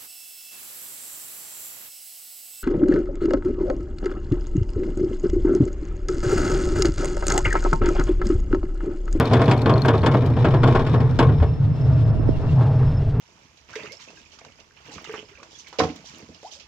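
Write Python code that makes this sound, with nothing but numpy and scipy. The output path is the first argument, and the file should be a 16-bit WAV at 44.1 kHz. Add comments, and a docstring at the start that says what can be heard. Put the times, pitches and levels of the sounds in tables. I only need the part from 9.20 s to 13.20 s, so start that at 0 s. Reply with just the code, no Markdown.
"""A seat on a small roller-coaster train topping its lift hill. Safety pawls clack over the rack,
ringing the car and rattling its fittings; chain links tick, jangle and fade behind.
A last hard clack and a thump release the train. It rolls on with a booming wheel rumble,
a thin bearing whine, a faint wheel squeak and some wind on the microphone."""
import sys
import numpy as np
from scipy import signal
from scipy.fft import rfft, irfft
from scipy.io import wavfile
from scipy.ndimage import uniform_filter1d, minimum_filter1d

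SR = 44100
rng = np.random.default_rng(int(sys.argv[2]) if len(sys.argv) > 2 else 0)


def wav_out(sig):
    """Save sig, one row per channel (or a flat mono array), as 16-bit PCM at SR to the path in sys.argv[1]."""
    wavfile.write(sys.argv[1], SR, np.round(np.clip(np.atleast_2d(sig).T, -1, 1) * 32767).astype(np.int16))


N = 176400

# blows of pawls, couplings, rail joints: t/s, level/dB, lift at 5 kHz/dB, clang lift/dB, grind/s
BLOWS = [(0.001, -1, -2, 5.5, 0.006), (0.112, -2, -15.5, 1.5, .006), (0.133, 2.5, 8, 0, .001),
         (0.193, -3, -10, 1, 0.0035), (0.216, -3.5, 4, 0.5, .001), (0.279, 1, -6, 0.5, .003),
         (0.311, 0, 6.5, -8.5, .002), (0.351, -10, -24, -4, .01), (0.458, -0.5, -3.5, 5, .001),
         (0.494, -1.5, 3.5, 1.5, .001), (0.520, -3, -29, -10.5, .004), (0.555, -7, -10, 4, .004),
         (0.648, -1.5, -5.5, 3.5, .003), (0.682, 0, 4.5, 4, .002), (0.737, -2, -18, 4.5, .008),
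         (0.831, -1.5, -8.5, 1, .003), (0.861, -.5, 6, 1.5, 0.0023), (0.913, -13, 3.5, -1, 0.0088),
         (0.938, 1.5, -14, -2, .01), (1.022, -9.5, -18, 3, .004), (1.097, -15, -10, -3, .002),
         (1.165, -8, -9, 1.5, 0.0065), (1.244, 0, -7.5, 2.5, 0.014), (1.305, -12.5, -1.5, -9, 0.0066),
         (1.338, -4, -10, -1, .01), (1.432, 1, -5.5, 2, .008), (1.474, -2, -1, -5, 0.0073),
         (1.521, -13, 0, 2, 0.006), (1.549, -2.5, -3.5, 5, 0.012), (1.594, -10.5, -1.5, -1.5, .006),
         (1.664, -10.5, 0, -2.5, 0.011), (1.738, -5.5, -12, 5.5, .014), (1.803, -14.5, 4, 0, .003),
         (1.989, 2, 6.5, -0.5, 0.0024), (2.025, -5.5, -2.5, 0.5, .004), (2.086, -10.5, -12, 2.5, .012),
         (2.198, -16, -4.5, 6.5, .004), (2.223, -9.5, -8, -2, 0.0081), (3.408, -14, -15, 8.5, 0.012),
         (3.673, -22, 0, 0.5, .005)]


def undb(db):
    return 10 ** (np.asarray(db) / 20)


def unit(x):
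    return x / np.sqrt(np.mean(x ** 2) + 1e-20)


def curve(rows):
    """Gain over time from rows of t/s, level/dB."""
    return undb(np.interp(np.arange(N) / SR, *np.array(rows).T))


def over_hz(hz, values, size):
    """Values per FFT bin, interpolated in log frequency."""
    return np.interp(np.log(np.fft.rfftfreq(size, 1 / SR) + 1e-9), np.log(hz), values)


def colour(x, rows):
    """Filter by rows of f/Hz, level/dB; rms 1."""
    size = x.shape[-1]
    return unit(irfft(rfft(x) * undb(over_hz(*np.array(rows).T, size)), size))


def noise(size=N):
    """Independent noises for mid and side."""
    return rng.standard_normal((2, size))


def resonance(hz, width_hz):
    """Steep noise-driven resonance; rms 1."""
    f = np.fft.rfftfreq(N, 1 / SR) + 1e-9
    detune = (f - hz * hz / f) / (2 * width_hz)
    return unit(irfft(rfft(noise()) / (1 + detune ** 2) ** 2, N))


def walk(rate_hz):
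    """Random drift; rms 1."""
    step = int(SR / rate_hz)
    stairs = np.repeat(rng.standard_normal(N // step + 1), step)
    return unit(uniform_filter1d(stairs, step)[:N])


def fade(t, t60_s):
    return np.exp(-np.log(1000) * t / t60_s)


def ring(modes, t, scatter_db, detune=0.005):
    """Struck modes (f/Hz, level/dB, t60/s), varied per blow; mid and side."""
    hz, db, t60_s = np.array(modes).T[:, :, None]
    level_draw, pitch_draw = rng.standard_normal((2, len(modes), 1))
    envelopes = undb(db + scatter_db * level_draw) * fade(t, t60_s)
    waves = envelopes * np.sin(2 * np.pi * hz * (1 + detune * pitch_draw) * t)
    return np.sign(rng.standard_normal((2, len(modes)))) @ waves


def friction_tone(hz, wander_hz, flutter_db=4):
    """Rough tone, unsteady in pitch and level; rms 1."""
    phase = 2 * np.pi * np.cumsum(hz + wander_hz * (.5 * walk(10) + 2 * walk(300))) / SR
    return unit(np.sin(phase + rng.uniform(0, 2 * np.pi, (2, 1))) * undb(flutter_db * walk(90)))


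def add(out, start_s, sound):
    i = max(int(start_s * SR), 0)
    out[:, i:i + sound.shape[1]] += sound[:, :N - i]


def boom(compression=0.54):
    """Close low resonances of hollow track and car body beat and swell under the wheels."""
    modes = [(82.3, 5.2, -9), (110.3, 18.5, 1), (131.5, 27.6, 2.5), (251, 55, -19)]  # f/Hz, width/Hz, level/dB
    levels = [(0.0, -10.5), (0.08, -28.5), (0.11, -13.5), (0.2, -13.5), (0.23, -21), (0.29, -13),
              (0.39, -21), (0.56, -13), (0.62, -22), (0.66, -17), (1.11, -17.5), (1.5, -12.5), (1.66, -22),
              (1.71, -12), (1.97, -19), (2.09, -9.5), (2.18, -19), (2.33, -18.5), (2.36, -32.5),
              (2.41, -15), (2.52, -15), (2.54, -24), (2.71, -13), (2.92, -15.5), (2.95, -21.5),
              (3.11, -16.5), (3.2, -25), (3.35, -13), (3.95, -21), (4.0, -13.5)]  # t/s, level/dB
    body = sum(undb(db) * resonance(hz, width_hz) for hz, width_hz, db in modes)
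    swell = np.sqrt(uniform_filter1d(np.abs(signal.hilbert(body[0])) ** 2, size=900) + 1e-9)
    return unit(body / swell ** compression) * curve(levels)


def wheels(spots_per_s=56, grit_db=-4.5, spread_db=4, roar_flicker_db=2, hiss_flicker_db=1.9):
    """Flickering rolling roar with knocks from rough spots on the rail; airy hiss above."""
    roar_spectrum = [(110, -50.5), (180, -8.5), (237, 1.5), (349, -7), (427, -3), (578, -12), (659, -13),
                     (904, -13), (1660, -24), (2180, -32.5), (2700, -40), (4740, -63.5), (12400, -110)]  # f/Hz, level/dB
    roar_levels = [(0, -27.5), (1, -29), (1.7, -26), (1.95, -31.5), (2.2, -34), (2.38, -38), (2.55, -34.5),
                   (2.68, -31.5), (2.88, -31.5), (2.95, -35.5), (3.1, -30.5), (3.17, -35), (3.24, -29.5),
                   (3.31, -33), (3.43, -31), (3.58, -31.5), (3.7, -32), (3.85, -35.5), (4, -32)]  # t/s, level/dB
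    hiss_spectrum = [(300, -19.5), (1500, 1), (3500, 0.5), (5500, -8), (8000, -19), (12000, -32),
                     (15000, -45.5)]  # f/Hz, level/dB
    hiss_levels = [(0, -54), (1, -59), (1.9, -56.5), (2.4, -58.5), (2.7, -52.5), (2.95, -57), (3.4, -51.5),
                   (4, -55)]  # t/s, level/dB
    t = np.arange(2048) / SR
    spots = (rng.random(N) < spots_per_s / SR) * undb(spread_db * rng.uniform(-0.36, 1, N))
    knock = noise(len(t)) * fade(t, t60_s=0.034)
    grit = signal.fftconvolve(spots[None], knock, axes=1)[:, :N]
    contact = noise() * undb(roar_flicker_db * walk(21.613)) + undb(grit_db) * unit(grit)
    roar = colour(contact, roar_spectrum) * curve(roar_levels)
    hiss = colour(noise(), hiss_spectrum) * curve(hiss_levels)
    return roar + hiss * undb(hiss_flicker_db * walk(56))


def chain_jangle(touches_per_s=250, size=2048):
    """Slack links collide in their trough until the chain is left behind."""
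    spectrum = [(400, -23.5), (900, 7.5), (1500, 1), (2100, 0), (3500, -1), (5500, -14), (8000, -26.5),
                (12000, -35.5), (14500, -54)]  # f/Hz, level/dB
    levels = [(0, -44.5), (.12, -36.5), (.35, -37.5), (.42, -49), (.62, -45), (.75, -43), (1.1, -45.5),
              (1.4, -43.5), (1.55, -41.5), (1.8, -47.5), (1.95, -51.5), (2.1, -48), (2.35, -61), (2.6, -78)]  # t/s, level/dB
    touches = (rng.random(N) < touches_per_s / SR) * rng.standard_normal(N)
    steel = noise(size) * fade(np.arange(size) / SR, t60_s=0.058)
    collisions = signal.fftconvolve(touches[None], steel, axes=1)[:, :N]
    return colour(collisions, spectrum) * curve(levels)


def wind(gust_mid_db=-2.5):
    """Low buffeting on both microphone ports; gusts mostly catch the right one."""
    buffet_spectrum = [(12, 0), (22, 2.5), (36, -1.5), (52, 3.5), (90, 1.5), (200, -20.5), (500, -49),
                       (2000, -100)]  # f/Hz, level/dB
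    buffet_levels = [(0, -34), (1.15, -34.5), (1.35, -28), (1.6, -22.5), (1.75, -38), (2.05, -25.5),
                     (2.15, -31.5), (2.2, -17), (2.3, -30.5), (2.8, -37), (3.08, -21.5), (3.3, -27),
                     (3.45, -37), (3.7, -23.5), (4, -25.5)]  # t/s, level/dB
    gust_spectrum = [(12, -8), (30, 3.5), (60, -1), (130, -1), (300, -14), (600, -25), (1500, -37.5),
                     (5000, -75)]  # f/Hz, level/dB
    gust_levels = [(0, -71), (.5, -36.5), (1.6, -35.5), (2, -31.5), (2.2, -36.5), (2.5, -32), (2.8, -36),
                   (3.05, -26.5), (3.3, -32.5), (3.45, -48.5), (4, -58.5)]  # t/s, level/dB
    buffet = colour(rng.standard_normal(N), buffet_spectrum) * curve(buffet_levels)
    gust = colour(rng.standard_normal(N), gust_spectrum) * curve(gust_levels)
    return np.array([buffet - undb(gust_mid_db) * gust, gust])


def tint_db(hz, treble_db, clang_db, clang_hz=1430, clang_octaves=0.37):
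    """Timbre of one blow: a tilt from 700 Hz, reaching treble_db at 5 kHz, plus a clang band."""
    treble = np.maximum(np.log(hz / 700), 0) / np.log(5000 / 700)
    clang = np.exp(-(np.log2(hz / clang_hz) / clang_octaves) ** 2)
    return treble_db * treble + clang_db * clang


def clacks(gain_db=-15.5, size=10240):
    """Each blow cracks, grinds briefly, then rings the car's panels and frame; treble dies first."""
    panel_bands = [(150, -17, 0.16), (242, -5.5, 0.23), (450, -11.5, 0.37), (1100, -12, 0.2),
                   (1950, -16, 0.12), (3620, -19.5, 0.066), (5600, -31, 0.057), (8420, -42, 0.088),
                   (10800, -57, 0.064), (14500, -58, .05)]  # dense ring: f/Hz, level/dB, t60/s
    frame_modes = [(250, -3.5, 0.13), (382.3, -8.5, .25), (452.3, -8.5, 0.41), (485, -15.5, .6),
                   (590.4, -15.5, 0.34), (636, -12, 0.3), (674, -13, 0.22), (771, -19, 0.25),
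                   (917, -16.5, 0.18), (967, -15.5, 0.26), (1054, -14.5, 0.35), (1099, -14, .24),
                   (1177, -19.5, 0.27), (1306, -19.5, 0.18), (1436, -19.5, 0.14), (1473, -20.5, .17),
                   (1585, -17, 0.12), (1720, -21.5, 0.15), (2187, -22.5, 0.19), (2510, -27, .14),
                   (2930, -27, .11), (3250, -25, 0.15), (3510, -22, .13)]  # clear modes: f/Hz, level/dB, t60/s
    rise_s, crack_s, crack_db = 0.0015, 0.00054, 5.5
    tail_db, frame_db, shared_power = -25.5, 1, 0.3
    t, out = np.arange(size) / SR, np.zeros((2, N))
    hz, db, t60_s = np.array(panel_bands).T
    bands = np.array([np.sqrt(over_hz(hz, row, size)) for row in np.eye(len(hz))])
    bands[0] *= over_hz([hz[0] / 2, hz[0]], [0, 1], size)
    bands /= np.sqrt(np.mean(bands ** 2, axis=1, keepdims=True))
    rise = 1 - np.exp(-t / rise_s)
    attack = rise * (1 + undb(crack_db) * np.exp(-t / crack_s))
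    shared = noise(size)  # part of the ring common to all blows
    for start_s, level_db, treble_db, clang_db, grind_s in BLOWS:
        excitation = np.sqrt(shared_power) * shared + np.sqrt(1 - shared_power) * noise(size)
        band_noise = irfft(rfft(excitation) * bands[:, None], size)
        band_gains = undb(db + tint_db(hz, treble_db, clang_db))[:, None]
        age_s = np.maximum(t - grind_s, 0)
        decay = np.hypot(fade(age_s, t60_s[:, None]), undb(tail_db) * fade(age_s, 2 * t60_s[:, None]))
        panels = np.einsum("bct,bt->ct", band_noise, attack * decay * band_gains)
        modes = [(f, mode_db + tint_db(f, treble_db, clang_db), life_s)
                 for f, mode_db, life_s in frame_modes]
        frame = undb(frame_db) * rise * ring(modes, t, scatter_db=3)
        add(out, start_s, undb(gain_db + level_db) * (panels + frame))
    return out


def rattle(rms_db=-32, span_s=0.03, snap_s=0.00048, size=2048):
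    """Loose fittings bounce three times after each blow, as hard as the blow was."""
    spectrum = [(80, -17.5), (240, -3), (320, 0), (450, 0), (560, -3), (1050, -1.5), (1600, -21),
                (3300, -27), (6000, -45), (14000, -80.5)]  # f/Hz, level/dB
    t, out = np.arange(size) / SR, np.zeros((2, N))
    for start_s, level_db, *_ in BLOWS:
        for delay_s in rng.random(3) * span_s:
            knock = noise(size) * fade(t, t60_s=0.02)
            knock[0] += rng.choice([-1, 1]) * np.exp(-t / snap_s)
            add(out, start_s + delay_s, undb(level_db + rng.uniform(-0.5, 0.8)) * knock)
    return undb(rms_db) * colour(out, spectrum)


def chain_ticks(click_gain_db=-42, ping_gain_db=-30, shiver_db=-13, size=4096):
    """Links meet the sprocket at about 25 Hz with a click and a steel ping; their neighbours shiver."""
    links = [(0.056, 2.5, -2.5), (0.099, -9, -14), (0.176, -2, -17), (0.257, 0, -8), (0.297, 1, -13),
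             (0.336, -3, -16), (0.377, 1, -6), (0.418, 5.5, -5.5), (0.459, -10, -3.5), (0.539, -10, 1.5),
             (0.58, 0.5, -4), (0.619, 4.5, 4.5), (0.658, 6, -10), (0.780, -4.5, -9.5),
             (0.819, -11.5, -10.5), (0.940, -3, -18), (0.982, -13, -17), (1.022, -13, -30), (1.062, 3, -18),
             (1.103, -5, -19), (1.187, -13, -28), (1.633, -11, -21), (1.669, -14, -26), (1.708, -15, -26),
             (1.83, -12, -29), (1.874, -12, -29), (1.911, -8, -31), (1.957, -8, -36)]  # t/s, click/dB, ping/dB
    click_spectrum = [(2000, 0.5), (4500, 6), (7300, -7), (10500, -13.5), (12400, -7), (13300, -23),
                      (15000, -17)]  # f/Hz, level/dB
    link_modes = [(4270, 3, 0.023), (4180, -6, 0.02), (5030, -23.5, .027)]  # f/Hz, level/dB, t60/s
    t, out = np.arange(size) / SR, np.zeros((2, N))
    decay = np.hypot(fade(t, t60_s=0.026), undb(shiver_db) * fade(t, t60_s=0.091))
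    for start_s, click_db, ping_db in links:
        click = undb(click_gain_db + click_db) * colour(noise(size), click_spectrum) * decay
        ping = undb(ping_gain_db + ping_db) * ring(link_modes, t, scatter_db=0.5)
        add(out, start_s, click + ping)
    return out


def bearing_squeal():
    """Thin friction tone of a bearing."""
    levels = [(.8, -87), (1.1, -67), (2.1, -68), (2.19, -63.5), (2.39, -66), (2.46, -78), (2.56, -63.5),
              (3.0, -69), (3.28, -68), (3.42, -71), (3.55, -65), (3.77, -62.5), (3.88, -80)]  # t/s, level/dB
    return friction_tone(hz=5250, wander_hz=30) * curve(levels)


def thump():
    """The chassis drops off the chain with a low bounce and lands on its wheels with a hollow clunk."""
    clunk_modes = [(424, -5.5, 0.33), (580, 0, .08), (694, -6.5, .1), (764, -4.5, 0.089),
                   (908, -10.5, 0.064)]  # f/Hz, level/dB, t60/s
    bounce_at_s, bounce_db, bounce_rise_s, bounce_hz = 2.185, -11, 0.013, 77.7
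    clunk_at_s, clunk_db, clunk_rise_s = 2.223, -19, 0.0025
    t, out = np.arange(SR) / SR, np.zeros((2, N))
    bounce = (1 - np.exp(-t / bounce_rise_s)) * fade(t, t60_s=0.56) * np.sin(2 * np.pi * bounce_hz * t)
    clunk = (1 - np.exp(-t / clunk_rise_s)) * ring(clunk_modes, t, scatter_db=1)
    add(out, bounce_at_s, undb(bounce_db) * bounce[None])
    add(out, clunk_at_s, undb(clunk_db) * clunk)
    return out


def wheel_whines(fade_s=0.091, flutter_db=1.5):
    """The wheels sing in fluttering tones that come and go."""
    tones = [(640, 61, -44, 2.6, 3.9), (730, 300, -31.5, 3.37, 3.53), (2680, 120, -65, 2.2, 4.5)]  # f/Hz, width/Hz, level/dB, start/s, end/s
    t, out = np.arange(N) / SR, np.zeros((2, N))
    for hz, width_hz, db, start_s, end_s in tones:
        gate = np.clip(np.minimum(t - start_s, end_s - t) / fade_s + .5, 0, 1)
        out += undb(db + flutter_db * walk(24.88)) * resonance(hz, width_hz) * gate
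    return out


def wheel_squeaks(half_width_s=0.022):
    """One wheel squeaks briefly as it turns."""
    squeaks = [(2.28, -61), (2.974, -57.5), (3.148, -52), (3.295, -53.5), (3.454, -53), (3.62, -55),
               (3.814, -54.5)]  # centre t/s, level/dB
    t = np.arange(N) / SR
    envelope = sum(undb(db) * np.exp(-((t - at_s) / half_width_s) ** 2) for at_s, db in squeaks)
    return friction_tone(hz=2785, wander_hz=24.93) * envelope


def wind_pops(hz=278, rise_s=0.0022, roughness=0.34, size=2048):
    """Gusts knock dully on the right port."""
    pops = [(2.952, -18), (2.995, -11.5), (3.063, -17), (3.090, -7.5)]  # t/s, level/dB
    puff_spectrum = [(100, -7), (300, 1.5), (600, -5), (1000, -21), (3000, -48), (10000, -78)]  # f/Hz, level/dB
    t, out = np.arange(size) / SR, np.zeros((2, N))
    swell = t / rise_s * np.exp(1 - t / rise_s)
    for start_s, db in pops:
        puff = np.sin(2 * np.pi * hz * t) + roughness * colour(rng.standard_normal(size), puff_spectrum)
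        add(out, start_s, undb(db) * swell * puff * np.array([[1], [-1]]) / 2)
    return out


def spread(pair):
    """Centred bass, wide treble, mostly louder left and earlier right; mid and side in and out."""
    image = [(60, -22, 2.5, -0.18), (125, -36.5, 0, -0.17), (250, -23.5, 1, -0.11), (600, -19.5, 1.1, .1),
             (1010, -16, 3, 0.59), (2000, -7, 2, 0.38), (3450, -5, 3.5, 0.92), (4970, -1, 0, 0.9),
             (8000, 0.5, -0.5, .2), (12000, 1.5, -1.5, .1)]  # f/Hz, side gain/dB, left over right/dB, right lead/rad
    hz, *columns = np.array(image).T
    side_db, lean_db, lead_rad = (over_hz(hz, column, N) for column in columns)
    mid, side = rfft(pair)
    sign = np.array([[1], [-1]])
    ports = undb(sign * lean_db / 2) * np.exp(-sign * 1j * lead_rad / 2)
    left, right = irfft((mid + sign * side * undb(side_db)) * ports, N)
    return np.array([left + right, left - right]) / 2


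def scene():
    """Train in one stereo image, wind added at the ports; nearly mono at the end. Left and right."""
    width = [(0, -2.5), (3.35, 0.5), (3.45, -9), (3.6, -12.5), (3.8, -21.5), (4, -20)]  # t/s, side gain/dB
    train = boom() + wheels() + chain_jangle() + clacks() + rattle() + chain_ticks()
    train += bearing_squeal() + thump() + wheel_whines() + wheel_squeaks()
    mid, side = spread(train) + wind() + wind_pops()
    return mid + side * curve(width) * np.array([[1], [-1]])


def record(dry, limit_db=-3, cutoff_hz=14500):
    """Limiter on the loudest blows, then a steep low-pass."""
    peak = -minimum_filter1d(-np.abs(dry).max(axis=0), size=600)
    gain = uniform_filter1d(np.minimum(1, undb(limit_db) / (peak + 1e-9)), size=500)
    return signal.sosfilt(signal.ellip(8, .2, 70, cutoff_hz, fs=SR, output="sos"), dry * gain)


dry = scene()
out = record(dry)
wav_out(out)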